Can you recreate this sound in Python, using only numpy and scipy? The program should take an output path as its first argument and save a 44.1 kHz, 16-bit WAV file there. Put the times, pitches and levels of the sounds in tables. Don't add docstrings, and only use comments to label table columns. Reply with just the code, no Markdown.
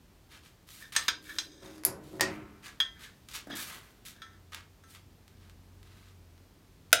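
import sys
import numpy as np
from scipy import signal
from scipy.fft import rfft, irfft
from scipy.io import wavfile
from scipy.ndimage import uniform_filter1d

SR = 44100
rng = np.random.default_rng(int(sys.argv[2]) if len(sys.argv) > 2 else 0)


def int16_out(signal):
    q = np.round(np.clip(np.atleast_2d(signal).T, -1, 1) * 32767)
    wavfile.write(sys.argv[1], SR, q.astype(np.int16))


N = 308700
TIME = np.arange(N) / SR
AGE = TIME[:SR]

# start_s [s], level_db [dB], cutoff_hz [Hz]
ROCKER_CONTACTS = [(6.9062, -65, 7000), (6.918, -62, 12000), (6.9284, -19, 15900), (6.9295, -16.5, 13200),
                   (6.9318, -24.5, 5000), (6.9353, -27.5, 6000)]
# pitch_hz [Hz], level_db [dB], t60_s [s]
PLATE_MODES = [(1370, 7, 0.027), (1505, 6, 0.03), (1630, -1.5, 0.03), (1750, -4.5, 0.033), (2270, -6, .04),
               (2270, -8, 0.057), (2490, -14, 0.086), (3430, -11, 0.043), (3676, -6, 0.051),
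               (3800, -1, 0.037), (4710, 1.5, 0.02), (5150, 1, 0.03), (5780, -10, 0.022), (6740, -4, 0.027),
               (9500, -10, .02)]
# pitch_hz [Hz], level_db [dB], t60_s [s]
BOARD_MODES = [(113, -24, 0.36), (296, -24, 0.1), (403, -11, 0.032), (502, -5, 0.05), (618, 3.5, 0.052),
               (665, 2, 0.053)]
# freq_hz [Hz], level_db [dB]
PLASTIC_COLOUR = [(100, -16), (220, -26), (450, -10), (680, 2.5), (930, -9), (1150, -17.5), (1450, 4.5),
                  (2900, -1.5), (4300, -4.5), (6800, -4.5), (8300, -8.5), (9700, -2.5), (12500, -7),
                  (16000, -3)]
# start_s [s], level_db [dB], cutoff_hz [Hz], favoured_hz [Hz], boost_db [dB],
# free_share [0-1, share of the swing that rings freely]
METAL_BLOWS = [(0.824, -45, 4900, 1820, 29, 0.5), (0.9633, -20.5, 9400, 1820, 6.5, 0),
               (1.0819, -22.5, 6300, 3750, 1.5, 0.06), (1.0871, -27, 2900, 1574, 17.5, 0),
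               (1.294, -47, 2400, 1600, 8.5, 0.1), (1.3853, -27, 8900, 3940, 7, 0.08),
               (2.8013, -21.5, 3640, 3283, 17.5, 0.3), (3.515, -42, 4460, 3360, 22, 0.7),
               (4.219, -42.5, 4300, 1335, 11, .5), (4.837, -55, 2250, 1338, 11, 0.76)]
# start_s [s], level_db [dB], length_s [s], cutoff_hz [Hz]
SLIDES_AND_LINGER = [(0.778, -57.5, 0.12, 1970), (1.236, -51.5, .15, 1980), (1.399, -64, 0.42, 8140),
                     (2.93, -62, 0.22, 1820), (3.48, -49, 0.16, 1960), (4.097, -65.5, 0.29, 1760)]
# pitch_hz [Hz], level_db [dB], t60_s [s]
METAL_MODES = [(1059, -16.5, 0.23), (1326, -14.5, .42), (1483, -7, 0.11), (1480, -17.5, 0.096),
               (1587, -8, 0.29), (1809, -4, 0.21), (2020, -18.5, 0.85), (2280, -6.5, 0.045),
               (3217, -8.5, 0.21), (3370, -4.5, 0.13), (3476, -12.5, .24), (3660, 1.5, 0.082),
               (4011, -3, 0.35), (4290, -22, 0.4), (4700, -13.5, 0.154), (4950, 0.5, .19),
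               (5600, -0.5, 0.2), (5605, -10, 0.084), (6236, -1.5, 0.46), (6540, -5, 0.28),
               (6650, -1.5, 0.15), (8180, -2, .13), (8660, -9, 0.099), (8900, -9.5, 0.19),
               (10820, -14, 0.1)]
# freq_hz [Hz], level_db [dB]
METAL_COLOUR = [(100, -36), (450, -18.5), (750, -15), (1050, -5), (1550, -3.5), (2600, -2.5), (5000, -0.5),
                (5800, -5), (6500, -0.5), (8500, -13.5), (12000, -3), (16000, -13.5)]
# start_s [s], level_db [dB], cutoff_hz [Hz]
LAMP_CONTACTS = [(1.781, -58, 3500), (1.8362, -47.5, 3460), (1.8507, -20.5, 19000)]
# freq_hz [Hz], level_db [dB]
CLICK_COLOUR = [(100, -24.5), (1200, -18.5), (2000, -15), (3400, -26), (5000, -11.5), (6000, -16),
                (7100, -12), (8200, -16), (10000, -5), (11000, 4), (12200, 0.5), (13500, -9.5),
                (16000, -17)]
# start_s [s], level_db [dB], cutoff_hz [Hz]
FITTING_KNOCKS = [(2.197, -37, 2530), (2.2088, -21.5, 17000), (2.215, -30.5, 8000)]
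# freq_hz [Hz], level_db [dB]
KNOCK_COLOUR = [(100, -35.5), (600, 0), (1400, -6.5), (1850, -26), (2300, -4), (3800, -6), (5000, -0.5),
                (6300, -4.5), (8800, -5), (10000, -14), (11000, -7.5), (16000, -15)]
# pitch_hz [Hz], level_db [dB], t60_s [s]
FITTING_MODES = [(1854, 13, 0.044), (1843, -20.5, .06), (2070, -8.5, 0.094), (2360, -15, 0.188),
                 (2650, -15, .18), (4670, 1, 0.035), (5100, -2, 0.0383), (5530, -12, .1)]
# start_s [s], modes_db [dB], wash_db [dB], cutoff_hz [Hz]
ROOF_JOLTS = [(1.618, -43.5, -46, 1580), (1.851, -40, -36, 900), (2.124, -39.5, -43, 590),
              (2.2094, -29, -32, 2500)]
# pitch_hz [Hz], level_db [dB], t60_s [s]
ROOF_MODES = [(71.6, -19, 0.438), (116.4, -5.5, 0.2), (207, -11.5, 1), (251.8, -8, 0.41), (311.6, 2.5, 0.3),
              (323, -8.5, .5), (374, 1, 0.29), (551, 1.5, 0.25), (653.3, 1, 0.25)]
# freq_hz [Hz], level_db [dB]
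WASH_COLOUR = [(50, -9.5), (120, 3), (300, -6), (700, -4.5), (1300, -3.5), (2600, -5.5), (6000, -32)]
# start_s [s], level_db [dB before the walking trim], length_s [s],
# tilt_db [dB per octave]
SOLE_SCUFFS = [(0.921, -42.5, 0.014, -0.5), (0.95, -37, 0.036, -1.5), (3.2844, -48.5, 0.027, 0.5),
               (3.334, -39.5, 0.022, 0.5), (3.499, -48.5, 0.22, -5), (3.552, -40.5, .07, 4.5),
               (4.05, -46, .024, 3), (4.52, -44.5, 0.026, -3), (4.946, -52, 0.011, -1.5)]
# start_s [s], level_db [dB before the walking trim], length_s [s],
# tilt_db [dB per octave]
SLEEVE_SWISHES = [(0.291, -52, 0.061, -1.5), (0.418, -55.5, 0.037, 0), (0.662, -52.5, 0.17, 3.5),
                  (1.013, -49, .03, 7), (1.21, -54, 0.22, 3.5), (1.6, -59.5, .16, 1.5),
                  (2.003, -60.5, 0.35, 2), (2.62, -45, 0.048, -1.5), (2.981, -48, 0.055, -0.5),
                  (4.861, -57, .08, 3), (5.819, -64.5, 0.28, -1)]
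# start_s [s], level_db [dB before the walking trim]
GRIT_SNAPS = [(0.6894, -52), (3.287, -50), (3.353, -41), (4.5462, -39.5), (4.949, -53.5), (5.2794, -58),
              (5.497, -58), (5.83, -58.5), (6.378, -66)]
# [s, burst setting]
HEEL_THUDS = [(3.471, -42, 0.083), (3.501, -40.5, 0.068), (3.527, -41.5, 0.12)]
# freq_hz [Hz], level_db [dB]
RUB_COLOUR = [(100, -22.5), (400, -16.5), (750, -14.5), (1150, -1.5), (1700, -0.5), (2500, -0.5),
              (3700, -0.5), (5500, -6), (8000, -8.5), (10300, -10), (12000, -10), (16000, -17)]
# freq_hz [Hz], level_db [dB]
THUD_COLOUR = [(40, -33), (110, -7), (190, 1), (300, 4.5), (450, -8), (650, -2.5), (1000, -18), (1600, -11),
               (3000, -32), (10000, -31)]
# [dB, relative]
AIR_COLOUR = [(18, -30), (30, -0.5), (55, -0.5), (189, -7), (415, -13), (499, -18), (632, -18.5),
              (2120, -25.5), (4300, -27.5), (4780, -28), (10500, -34.5), (14800, -32.5), (16000, -41)]
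# freq_hz [Hz], t60_s [s]
SHED_DECAY = [(100, 0.94), (300, 0.52), (700, 0.33), (1800, 0.23), (5000, 0.26), (12000, 0.1)]

CLINK_CRACK_DB, CRACK_LOSS_PER_BOOST_DB = 1.5, 0.49
TOUCH_T60_S = 0.0896
GRIP_S, LET_GO_S = 1.14, 2.42
RUB_DB, RUB_GROWTH_DB_PER_S, RUB_ONSET_DB_PER_S, RUB_RELEASE_DB_PER_S = -60.5, 7.5, 90, 73
SOLE_RISE_S, SOLE_T60_S, SOLE_T60_PER_LENGTH, SOLE_T60_MAX_S = 0.002, 0.031, 8.1, 0.66
CLOTH_RISE_S, CLOTH_T60_S = 0.044, 0.25
SHUFFLE_FROM_S, SHUFFLE_TO_S, SHUFFLE_LENGTH_S = 5.25, 5.45, 0.042
SHUFFLE_UNTRIMMED_DB, SHUFFLE_TILT_DB_PER_OCTAVE, WALKING_TRIM_DB = -64.5, -2, -2.0
APPROACH_FROM_S, APPROACH_TO_S, HUM_FAR_DB, HUM_NEAR_DB = 3.7, 5.0, -76.5, -62.5
AIR_DB = -63.5


def wall_switch(plate_db=-18, board_db=-29.5, slam_s=6.9288):
    out = np.zeros(N)
    for start_s, level_db, cutoff_hz in ROCKER_CONTACTS:
        snap = soften(crack(PLASTIC_COLOUR, decay_s=0.0109), cutoff_hz)
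        add(out, start_s, blow(snap, level_db))
    slam = amp(plate_db) * ring(PLATE_MODES) + amp(board_db) * ring(BOARD_MODES)
    add(out, slam_s, slam)
    return shed(out, wet_db=-8.0, gap_s=0.0035)


def clinks():
    return shed(metal_blows() + slides_and_linger(), wet_db=-8)


def metal_blows(accent_octaves=0.071, crack_decay_s=0.054, scatter_db=2.5):
    out = np.zeros(N)
    pitch_hz, mode_db, t60_s = np.transpose(METAL_MODES)
    for start_s, level_db, cutoff_hz, favoured_hz, boost_db, free_share in METAL_BLOWS:
        distance = np.log2(pitch_hz / favoured_hz) / accent_octaves
        place_db = boost_db * np.exp(-distance ** 2)
        place_db = place_db + scatter_db * rng.standard_normal(len(pitch_hz))
        damping = free_share + (1 - free_share) * fade(TOUCH_T60_S)
        ringing = 2.0 * ring(np.c_[pitch_hz, mode_db + place_db, t60_s]) * damping
        crack_db = CLINK_CRACK_DB - CRACK_LOSS_PER_BOOST_DB * boost_db
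        hit = ringing + amp(crack_db) * crack(METAL_COLOUR, crack_decay_s)
        hit = soften(hit, cutoff_hz) + amp(-8.5) * hit
        add(out, start_s, blow(hit, level_db))
    return out


def slides_and_linger(judder_db=5):
    out = np.zeros(N)
    short_ring = ring(METAL_MODES) * fade(0.027)
    for start_s, level_db, length_s, cutoff_hz in SLIDES_AND_LINGER:
        swell = np.sin(np.pi * np.minimum(AGE / length_s, 1))
        drive = slips(judder_db, size=150) * swell
        sound = soften(signal.fftconvolve(drive, short_ring)[:SR], cutoff_hz)
        add(out, start_s, amp(level_db) * sound / np.std(sound[AGE < length_s]))
    return out


def lamp():
    click, knock = np.zeros(N), np.zeros(N)
    for start_s, level_db, cutoff_hz in LAMP_CONTACTS:
        tick = soften(crack(CLICK_COLOUR, decay_s=0.006), cutoff_hz)
        add(click, start_s, blow(tick, level_db))
    for start_s, level_db, cutoff_hz in FITTING_KNOCKS:
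        hit = crack(KNOCK_COLOUR, decay_s=0.018) + ring(FITTING_MODES)
        add(knock, start_s, blow(soften(hit, cutoff_hz), level_db))
    return shed(click, wet_db=-2.5) + shed(knock, wet_db=-5.5, gap_s=0.0055)


def roof():
    out = np.zeros(N)
    swell = 1 - fade(0.07)
    for start_s, modes_db, wash_db, cutoff_hz in ROOF_JOLTS:
        drumming = soften(ring(ROOF_MODES), cutoff_hz) * swell
        wash = soften(crack(WASH_COLOUR, decay_s=0.83), cutoff_hz) * swell
        add(out, start_s, blow(drumming, modes_db))
        add(out, start_s, blow(wash, wash_db))
    return shed(out, wet_db=-6.5) + roof_rub()


def roof_rub():
    rub = rng.standard_normal(N)
    murmur = np.zeros(N)
    for pitch_hz, level_db in [(314, 2), (377, -5.5), (560, -10.0)]:
        narrow = resonate(rub, pitch_hz, 27)
        murmur += amp(level_db) * resonate(narrow, pitch_hz, 110)
    held_db = RUB_DB + RUB_GROWTH_DB_PER_S * (np.clip(TIME, GRIP_S, LET_GO_S) - GRIP_S)
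    before_db = RUB_ONSET_DB_PER_S * np.maximum(GRIP_S - TIME, 0)
    after_db = RUB_RELEASE_DB_PER_S * np.maximum(TIME - LET_GO_S, 0)
    return unit(murmur) * amp(held_db - before_db - after_db)


def walking(uneven_db=1.5, shuffle_scatter_db=6.5):
    out = np.zeros(N)
    for start_s, level_db, length_s, tilt_db in SOLE_SCUFFS:
        add(out, start_s, scuff(level_db, length_s, tilt_db))
    for start_s, level_db, length_s, tilt_db in SLEEVE_SWISHES:
        add(out, start_s, stroke(level_db, length_s, tilt_db, CLOTH_RISE_S, CLOTH_T60_S))
    out *= amp(uneven_db * wander(90))
    for start_s, level_db in GRIT_SNAPS:
        add(out, start_s, amp(level_db) * crack(RUB_COLOUR, decay_s=0.0126))
    for start_s, level_db, decay_s in HEEL_THUDS:
        add(out, start_s, amp(level_db) * crack(THUD_COLOUR, decay_s))
    for start_s in spread(SHUFFLE_FROM_S, SHUFFLE_TO_S, count=3):
        level_db = SHUFFLE_UNTRIMMED_DB + shuffle_scatter_db * rng.standard_normal()
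        add(out, start_s, scuff(level_db, SHUFFLE_LENGTH_S, SHUFFLE_TILT_DB_PER_OCTAVE))
    return amp(WALKING_TRIM_DB) * shed(out, wet_db=-6)


def scuff(level_db, length_s, tilt_db):
    t60_s = min(SOLE_T60_S + SOLE_T60_PER_LENGTH * length_s, SOLE_T60_MAX_S)
    return stroke(level_db, length_s, tilt_db, SOLE_RISE_S, t60_s)


def stroke(level_db, length_s, tilt_db, rise_s, t60_s, grain_db=3.0):
    rise = np.minimum(AGE / rise_s, 1)
    release = np.exp(-np.log(1000) * np.maximum(AGE - length_s, 0) / t60_s)
    grains = unit(colour(slips(grain_db, size=45), RUB_COLOUR, tilt_db))
    return amp(level_db) * rise * release * grains


def background():
    return still_air() + wall_hum()


def still_air():
    air = colour(rng.standard_normal(N), AIR_COLOUR)
    highpass = signal.butter(4, 200, "high", fs=SR, output="sos")
    above_rumble = signal.sosfilt(highpass, air)
    return air / np.std(above_rumble) * amp(AIR_DB + 0.5 * wander(0.76))


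def wall_hum():
    phase = 2 * np.pi * np.cumsum(89.7 + 3.1 * wander(6.7)) / SR
    tones = np.sin(phase) + amp(-7.0) * np.sin(phase / 2)
    hum = np.sqrt(2) * tones * amp(3.8 * wander(4.1))
    whirr = amp(-8.5) * unit(soften(resonate(rng.standard_normal(N), 170, 130), 350))
    approach_db = np.interp(TIME, [APPROACH_FROM_S, APPROACH_TO_S], [HUM_FAR_DB, HUM_NEAR_DB])
    return (hum + whirr) * amp(approach_db)


def shed(x, wet_db, gap_s=0.0013):
    freq_hz = np.fft.rfftfreq(SR, 1 / SR)
    noise, tail = rfft(rng.standard_normal(SR)), 0
    centres_hz = np.geomspace(100, 12800, 8)
    for centre_hz, share in zip(centres_hz, np.eye(len(centres_hz))):
        band = irfft(noise * along(np.c_[centres_hz, share], freq_hz))
        tail = tail + band * fade(along(SHED_DECAY, centre_hz))
    tail = tail * (1 - np.exp(-(AGE / gap_s) ** 2))
    return x + amp(wet_db) * signal.fftconvolve(x, tail / np.linalg.norm(tail))[:N]


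def ring(modes):
    total = np.zeros(SR)
    for k, (pitch_hz, level_db, t60_s) in enumerate(modes):
        swing = np.sin(2 * np.pi * pitch_hz * AGE)
        total += (-1) ** k * amp(level_db) * fade(t60_s) * swing
    return blow(total, 0)


def crack(points, decay_s, count=6):
    burst = rng.standard_normal(SR) * fade(decay_s)
    for _ in range(count):
        flat = irfft(np.exp(1j * np.angle(rfft(burst))))
        burst = flat * fade(6 * decay_s)
    return blow(colour(burst, points), 0)


def slips(spread_db, size):
    strength_db = spread_db * np.repeat(rng.standard_normal(SR // size), size)
    return rng.standard_normal(SR) * amp(strength_db)


def soften(x, cutoff_hz):
    lowpass = signal.butter(2, min(cutoff_hz, 0.45 * SR), fs=SR, output="sos")
    return signal.sosfilt(lowpass, x)


def resonate(x, pitch_hz, width_hz):
    return signal.lfilter(*signal.iirpeak(pitch_hz, pitch_hz / width_hz, fs=SR), x)


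def colour(x, points, tilt_db=0):
    freq_hz = np.fft.rfftfreq(len(x), 1 / SR)
    level_db = along(points, freq_hz) + tilt_db * np.log2(np.maximum(freq_hz, 500) / 3000)
    cepstrum = irfft(np.log(amp(level_db)))
    cepstrum[1:] *= 2
    response = np.exp(rfft(cepstrum[:len(x) // 2], len(x)))
    return irfft(rfft(x) * response)


def along(points, freq_hz):
    point_hz, value = np.transpose(points)
    return np.interp(np.log(freq_hz + 1), np.log(point_hz), value)


def wander(rate_hz):
    step = int(SR / rate_hz)
    held = np.repeat(rng.standard_normal(N // step + 1), step)
    return unit(uniform_filter1d(held, step)[:N])


def spread(start_s, end_s, count):
    return start_s + (end_s - start_s) * (np.arange(count) + rng.random(count)) / count


def amp(level_db):
    return 10 ** (np.asarray(level_db) / 20)


def fade(t60_s):
    return np.exp(-np.log(1000) * AGE / max(t60_s, 1e-4))


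def blow(x, level_db):
    return x * amp(level_db) / np.sqrt(np.sum(x ** 2) / (SR / 100))


def unit(x):
    return x / np.std(x)


def add(track, start_s, x):
    i = int(start_s * SR)
    track[i:i + len(x)] += x[:N - i]


def scene():
    return (wall_switch() + clinks() + lamp() + roof() + walking() + background())[None]


def record(dry):
    highpass = signal.butter(6, 36, "high", fs=SR, output="sos")
    clipped = np.clip(signal.sosfilt(highpass, dry), -1, 1)
    lowpass = signal.ellip(10, 0.2, 80, 16100, fs=SR, output="sos")
    return signal.sosfilt(lowpass, clipped)


dry = scene()
out = record(dry)
int16_out(out)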